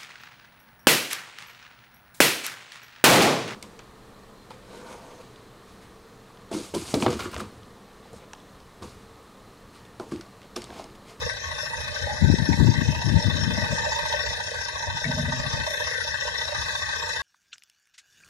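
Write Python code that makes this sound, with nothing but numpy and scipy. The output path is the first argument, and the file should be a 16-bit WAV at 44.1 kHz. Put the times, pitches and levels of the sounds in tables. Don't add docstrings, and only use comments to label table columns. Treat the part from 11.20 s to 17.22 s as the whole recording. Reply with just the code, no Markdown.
import sys
import numpy as np
from scipy import signal
from scipy.fft import rfft, irfft, next_fast_len
from scipy.io import wavfile
from scipy.ndimage import uniform_filter1d

SR = 44100
rng = np.random.default_rng(int(sys.argv[2]) if len(sys.argv) > 2 else 0)


def persist_wave(psi):
    counts = np.round(np.clip(psi, -1, 1) * 32767).astype(np.int16)
    wavfile.write(sys.argv[1], SR, np.atleast_2d(counts).T)


N = 265437

# t/s, speed/(turns per s)
CRANK_SPEED = [(0, 13.67), (.9, 13.76), (1.5, 14.21), (2.2, 14.43), (2.95, 14.62), (3.5, 13.92), (4, 14.17),
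               (4.45, 14.76), (5.1, 14.77), (6.02, 14.57)]
START_TURN = .55
# phase/turns, decay/turns,
# then relative level/dB in the thud, knock, rattle and clack bands
BLOWS = [(.75, .14, 1, 12, -5, -1), (.825, .07, 9, 10, 10, 11.5), (.97, .11, 6.5, 1, 8.5, -15),
         (.36, .07, -6, -3, 2, 8), (.42, .11, -1, 2, 5, -12), (.45, .035, 12, 5, -6, -15)]
BAND_HZ = [560, 1000, 1750, 3700]
# level over the blow/dB, one per band
SNAP_DB = [19, 18, 18, 13]
SNAP_JITTER_S = .0008
# f/Hz, width/Hz, left relative level/dB, right relative level/dB
PANELS = [(526.3, 137, -43, -5.5), (585, 170, -11, -9), (898.3, 168, -18, -0.5), (1126, 278, -9, -17.5),
          (1606.5, 266, 1.5, -9.5), (1688, 147, -19, -5.5), (1755, 33, 6.5, -42), (1871, 247, 3.5, -4),
          (2042, 430, -10, -11.5), (2578, 356, -5.5, -8), (3183, 500, -11, -15.5), (3609, 148, 0, -4),
          (3893, 636, -5, -11), (4525, 330, -11, -5), (4870, 57, -21, -4), (5177, 960, -9.5, -38),
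          (5454, 340, -1, -42), (5660, 1460, -48, -12), (6353, 940, -13.5, -16.5), (7320, 110, -25.5, -25)]
# t/s, engine relative level/dB, thuds' relative level/dB
LOAD = [(0, -34.5, -5), (.17, -36.5, -9.5), (1.7, -35, -3), (2.8, -32.5, -2), (3.4, -35.5, -2),
        (4.45, -33.5, -3.5), (4.9, -33, -11.5), (5.4, -33.5, -2), (6, -34, -6)]
# t/s, relative level/dB
DRUMMING = [(0, 6.5), (.6, 7.5), (1.7, -1.5), (2.3, 1.5), (2.9, -1), (3.6, -2), (4.2, -1), (4.7, 3),
            (5.2, 4), (5.5, -4.5), (6, 3)]
# t/s, relative level/dB
BUZZ = [(0, 11), (.8, -2), (3.3, -5.5), (4.6, 2), (6, 5)]
BUZZ_HZ = 1150
# f/Hz, relative level/dB
FIZZ = [(5000, -10), (7000, 7.5), (8000, -1), (10000, 3), (11500, -3.5), (13000, -21), (14300, -21)]
# f/Hz, nominal width/Hz
GAPS = [(1350, 80), (2280, 105), (2905, 120), (3410, 42), (4520, 80), (5050, 90), (5860, 37), (7600, 60),
        (9330, 70), (10330, 60), (11020, 90)]
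GAP_DRIFT_HZ, GAP_SWELL_DB = 18, 3
# t/s, relative level/dB
KNOCKS = [(1.816, -12), (2.031, -18), (2.65, -18), (3.061, -10), (3.271, -13), (3.629, -31), (5.554, -23)]
# t/s, force level/dB, t60/s
CLANKS = [(.094, -29.5, 0.049), (1.327, -26.5, 0.073), (3.841, -22.5, 0.1)]
# f/Hz, width/Hz, left relative level/dB, right relative level/dB
STEEL = [(1870, 240, 13, -7), (2200, 170, 8, -3), (3540, 290, -20, -27)]
# t/s, relative level/dB
SHUDDERS = [(3.853, -21), (3.887, -23.5), (3.97, -15.5), (4.078, -20), (4.13, -24.5), (4.189, -30.5),
            (4.262, -42), (4.339, -33)]
# nominal f/Hz, relative level/dB, t60/s
HOLLOW = [(94.4, -2, 0.29), (139.2, 0.5, 0.48), (165.2, -2, 0.4), (204.6, -8, 0.4), (245.3, -3, .38),
          (446, -9, 0.071), (641, -4.5, 0.16)]
# t/s, f/Hz, relative level/dB, t60/s
FLARES = [(0.868, 846, -38, 0.46), (2.52, 584, -33, 0.065), (2.665, 590, -32.5, 0.15),
          (2.935, 563, -31, 0.11), (4.472, 603, -34, 0.098)]
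# t/s, relative level/dB, length/s
PUFFS = [(1.079, -6, .0018), (1.101, -4.5, 0.0011), (1.128, -11, 0.0022), (1.141, -7, 0.00088),
         (1.292, -4, 0.0011), (1.447, -7.5, 0.00099), (1.467, -6, 0.0032), (1.488, -4.5, 0.0011),
         (1.58, -6.5, 0.0016), (1.62, -11, 0.0011), (1.689, -3, 0.0021), (1.874, -11.5, 0.0014),
         (1.943, -9.5, 0.0015), (2.06, -6.5, 0.0026), (2.084, -8, 0.0013), (2.279, -11, 0.0015),
         (2.311, -13.5, 0.0018), (2.384, -15, 0.0013), (2.43, -13.5, 0.0021), (4.271, -17.5, 0.0025),
         (4.34, -15.5, 0.0024)]
PORT_CUT_HZ = 68
# start t/s, hold/s, left level/dB, right level/dB (before each port's trim)
GUSTS = [(-.06, 0.059, -37, -51), (0.454, .22, -55, -41.5), (0.778, 0.1, -34, -59),
         (0.967, 0.26, -18, -44.5), (1.347, 0.027, -12, -53), (1.508, 0.19, -33, -41),
         (1.804, 0.29, -17, -49), (2.135, 0.11, -19.5, -42), (2.46, 0.12, -29, -56),
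         (2.782, 0.29, -45, -42), (3.632, 0.081, -32, -44), (3.8, 0.45, -35, -47),
         (4.313, 0.05, -30.5, -49), (5.344, 0.039, -34.5, -42.5), (5.458, 0.22, -58, -47.5)]
GUST_RISE_S, GUST_FALL_S = 0.048, 0.066
GALE_DB, GALE_LINGERS = -21, 3.15
CALM_DB = -51
# f/Hz, relative level/dB
GUST = [(20, -44), (40, -46), (70, -1.5), (100, 0.5), (170, -2.5), (250, -8.5), (380, -21.5), (600, -38),
        (1200, -62), (3000, -100)]
# f/Hz, relative level/dB
BREEZE = [(20, -47), (40, -12.5), (75, 5.5), (120, -2.5), (180, -10.5), (260, -22), (400, -27.5),
          (1000, -74)]
TOP_HZ = 14300


def engine(grit_db, hiss_hz, sway_db):
    level_db, thud_db = curves(LOAD)
    drum_db, = curves(DRUMMING)
    buzz_db, = curves(BUZZ)
    buzzing = min(PANELS, key=lambda mode: abs(mode[0] - BUZZ_HZ))
    forces, strikes = blow_forces(rise=.012)
    beat = slow_beat(start=.13, share=.54, depth_db=5)
    hiss = unit(beat * chug(phase=.32, depth_db=2.5))
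    low, high = np.zeros((2, 2, N))
    for mode in PANELS:
        band = np.argmin(np.abs(np.log(mode[0] / np.array(BAND_HZ))))
        grit = amp(grit_db * wobble(160) + sway_db * wobble(14))
        if mode[0] > hiss_hz:
            tone = ring(grit * hiss, mode)
        else:
            tone = ring(grit * forces[band], mode, strikes[band])
        if mode is buzzing:
            tone = tone * amp(buzz_db)
        if band == 0:
            tone = tone * amp(drum_db)
        layer = low if band <= 1 else high
        layer += tone
    clatter = amp(4.0) * patchy(yard(high, echo_db=-5), depth_db=2.5)
    thuds = amp(thud_db + 3.0) * patchy(yard(low, echo_db=-2.5), depth_db=3.5)
    top = np.array([amp(-30.5) * rush(FIZZ), rush(FIZZ)])
    fizz = (1 + 0.45 * hiss + 2.4 * unit(forces[-1])) * top
    fizz = amp(-13.5) * patchy(yard(fizz, echo_db=-0.5), depth_db=6.5)
    return amp(level_db) * (clatter + thuds + fizz)


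def blow_forces(rise):
    turns = crank()
    scatter_db, colour_db, churn_db = .6, 1.0, -.5
    power = np.full((len(BAND_HZ), N), amp(churn_db) ** 2)
    strikes = np.zeros((len(BAND_HZ), N))
    for phase, length, *band_db in BLOWS:
        count, age = np.divmod(turns - phase + 1, 1)
        count = count.astype(int)
        size, late = rng.standard_normal(size=(2, 128))
        colour = rng.standard_normal((len(BAND_HZ), len(size)))
        variation = amp(scatter_db * size + colour_db * colour)
        strength = amp(band_db)[:, None] * variation[:, count]
        power += (strength * (1 - np.exp(-age / rise)) * np.exp(-age / length)) ** 2
        starts = np.flatnonzero(np.diff(count)) + 1
        jitter = (SNAP_JITTER_S * SR * late[count[starts]]).astype(int)
        hits = np.clip(starts + jitter, 0, N - 1)
        strikes[:, hits] += amp(SNAP_DB)[:, None] * strength[:, starts]
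    return np.sqrt(power), strikes


def crank():
    speed, = curves(CRANK_SPEED)
    return START_TURN + np.cumsum(speed) / SR


def slow_beat(start, share, depth_db):
    cycles = 5.63 * np.arange(N) / SR
    swollen = 1.0 * ((cycles - start) % 1 < share)
    return amp(depth_db * uniform_filter1d(swollen, size=600))


def chug(phase, depth_db):
    return amp(depth_db * np.cos(4 * np.pi * (crank() - phase)))


def hard_knocks(db, t60, lowest_hz):
    upper = [mode for mode in PANELS if mode[0] > lowest_hz]
    blows = [(s, knock_db, t60) for s, knock_db in KNOCKS]
    return amp(db) * struck(blows, upper, snap_db=14.5)


def exhaust(db):
    return amp(db) * rush(BREEZE)


def clanks():
    return struck(CLANKS, STEEL, snap_db=17)


def boom(attack, rough_db):
    out, t = np.zeros(N + SR), np.arange(SR // 2) / SR
    for s, db in SHUDDERS:
        for hz, level, t60 in HOLLOW:
            gain_db, detune = rng.normal(0, 2), rng.normal(0, .04)
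            decay = amp(db + level + gain_db - 60 * t / t60)
            tone = decay * np.sin(2 * np.pi * (hz * (1 + detune) * t + rng.random()))
            out[round(s * SR):][:len(t)] += tone * (1 - np.exp(-t / attack))
    return out[:N] * amp(rough_db * wobble(45))


def flares(width_hz):
    return sum(struck([(s, db, t60)], [(hz, width_hz, 0, 0)], snap_db=17) for s, hz, db, t60 in FLARES)


def puffs(wake_db, wake_s):
    t = np.arange(N) / SR
    thumps, flurry = np.zeros((2, N))
    for s, db, length in PUFFS:
        u = (t - s) / length
        lopsided = rng.normal(0, 0.56) * u
        thumps += amp(db) * (1 - u ** 2 + lopsided) * np.exp(-u ** 2 / 2)
        flurry += amp(db + wake_db) * np.exp(-np.abs(t - s - wake_s / 2) / wake_s)
    thumps = filtered(thumps, lambda hz: 1 - 1 / (1 + (hz / PORT_CUT_HZ) ** 6))
    return thumps + flurry * rush(GUST)


def buffet(level_db, lumps_db, strong_db):
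    strong = 1 / (1 + amp(2 * (strong_db - level_db)))
    air = np.sqrt(strong) * rush(GUST) + np.sqrt(1 - strong) * rush(BREEZE)
    return amp(level_db) * unit(air * amp(lumps_db * wobble(28)))


def gust_levels():
    t = np.arange(N) / SR
    power = np.full((2, N), amp(CALM_DB) ** 2)
    for s, hold, *port_db in GUSTS:
        fall = GUST_FALL_S * (GALE_LINGERS if max(port_db) > GALE_DB else 1)
        rise = np.clip((t - s) / GUST_RISE_S, 0, 1) ** 2
        release = np.exp(-np.maximum(t - s - GUST_RISE_S - hold, 0) / fall)
        power += (amp(port_db)[:, None] * rise * release) ** 2
    return 10 * np.log10(power)


def struck(blows, modes, snap_db):
    t = np.arange(N) / SR
    force, strikes = np.zeros((2, N))
    for s, db, t60 in blows:
        force += (t > s) * amp(db - 60 * np.abs(t - s) / t60)
        strikes[round(s * SR)] = amp(db + snap_db)
    loudness = np.sqrt(np.mean(force ** 2 + strikes ** 2))
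    return loudness * unit(sum(ring(force, mode, strikes) for mode in modes))


def ring(force, mode, strikes=0, lag=0.00019, shared=0.37):
    centre, width, *port_db = mode
    common, *own = force * rng.standard_normal((3, N))
    direct = np.sqrt(shared) * common + strikes
    arrivals = np.array([np.roll(direct, round(lag * SR)), direct])
    ports = arrivals + np.sqrt(1 - shared) * np.array(own)
    rung = filtered(ports, lambda hz: 1 / (1 + 2j * (hz - centre) / width) ** 3)
    return amp(port_db)[:, None] * rung / np.sqrt(np.mean(force ** 2))


def yard(x, echo_db):
    t = np.arange(SR // 50) / SR
    echoes = rng.standard_normal((2, len(t))) * (t > .004) * np.exp(-t / .007)
    echoes /= np.linalg.norm(echoes, axis=1, keepdims=True)
    return x + amp(echo_db) * signal.fftconvolve(x, echoes, axes=1)[:, :N]


def patchy(x, depth_db):
    z = signal.stft(x, nperseg=1024)[2]
    field = rng.standard_normal(z.shape[1:])
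    field = uniform_filter1d(field, size=4, axis=0)
    field = uniform_filter1d(field, size=8, axis=1)
    return unit(signal.istft(z * amp(depth_db * unit(field)), nperseg=1024)[1][:, :N])


def hollowed(x):
    hz, s, z = signal.stft(x, SR, nperseg=1024, noverlap=768)
    frames = np.minimum((s * SR).astype(int), N - 1)
    for centre, width in GAPS:
        middle = centre + GAP_DRIFT_HZ * wobble(2.96)[frames]
        reach = width * amp(GAP_SWELL_DB * wobble(5)[frames])
        z = z * (1 - np.exp(-np.abs((hz[:, None] - middle) / reach) ** 3))
    return signal.istft(z, nperseg=1024, noverlap=768)[1][:, :N]


def rush(spectrum):
    return unit(filtered(rng.standard_normal(N), lambda hz: amp(along(spectrum, hz))))


def filtered(x, response):
    m = next_fast_len(N + SR // 4)
    return irfft(rfft(x, m) * response(np.fft.rfftfreq(m, 1 / SR)), m)[..., :N]


def wobble(rate):
    knots = rng.standard_normal(int(N * rate / SR) + 4)
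    fine = signal.resample(knots, 8 * len(knots))
    return np.interp(np.arange(N) * rate * 8 / SR, np.arange(len(fine)), fine)


def curves(rows):
    s, *cols = np.transpose(rows)
    return [np.interp(np.arange(N) / SR, s, c) for c in cols]


def along(points, hz):
    f, v = np.transpose(points)
    return np.interp(np.log(hz + 1), np.log(f), v)


def amp(db):
    return 10 ** (np.asarray(db) / 20)


def unit(x):
    return x / np.sqrt(np.mean(x ** 2) + 1e-20)


def scene():
    knocking = engine(grit_db=1.5, hiss_hz=4700, sway_db=1.0)
    knocking = knocking + hard_knocks(db=-13.5, t60=0.019, lowest_hz=800)
    machine = hollowed(knocking) + exhaust(db=-47.5)
    structure = amp(-7.5) * boom(attack=0.0046, rough_db=2.0) + clanks() + amp(7.5) * flares(width_hz=140)
    left_db, right_db = gust_levels()
    left = amp(-0.5) * buffet(left_db, lumps_db=4.0, strong_db=-23.5)
    left = left + puffs(wake_db=-11.5, wake_s=0.011)
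    right = amp(4.5) * buffet(right_db, lumps_db=2.5, strong_db=0)
    return machine + structure + np.array([left, right])


def record(dry):
    rounded = dry / (1 + np.abs(dry / .75) ** 4) ** (1 / 4)
    return filtered(rounded, lambda hz: hz < TOP_HZ)


dry = scene()
out = record(dry)
persist_wave(out)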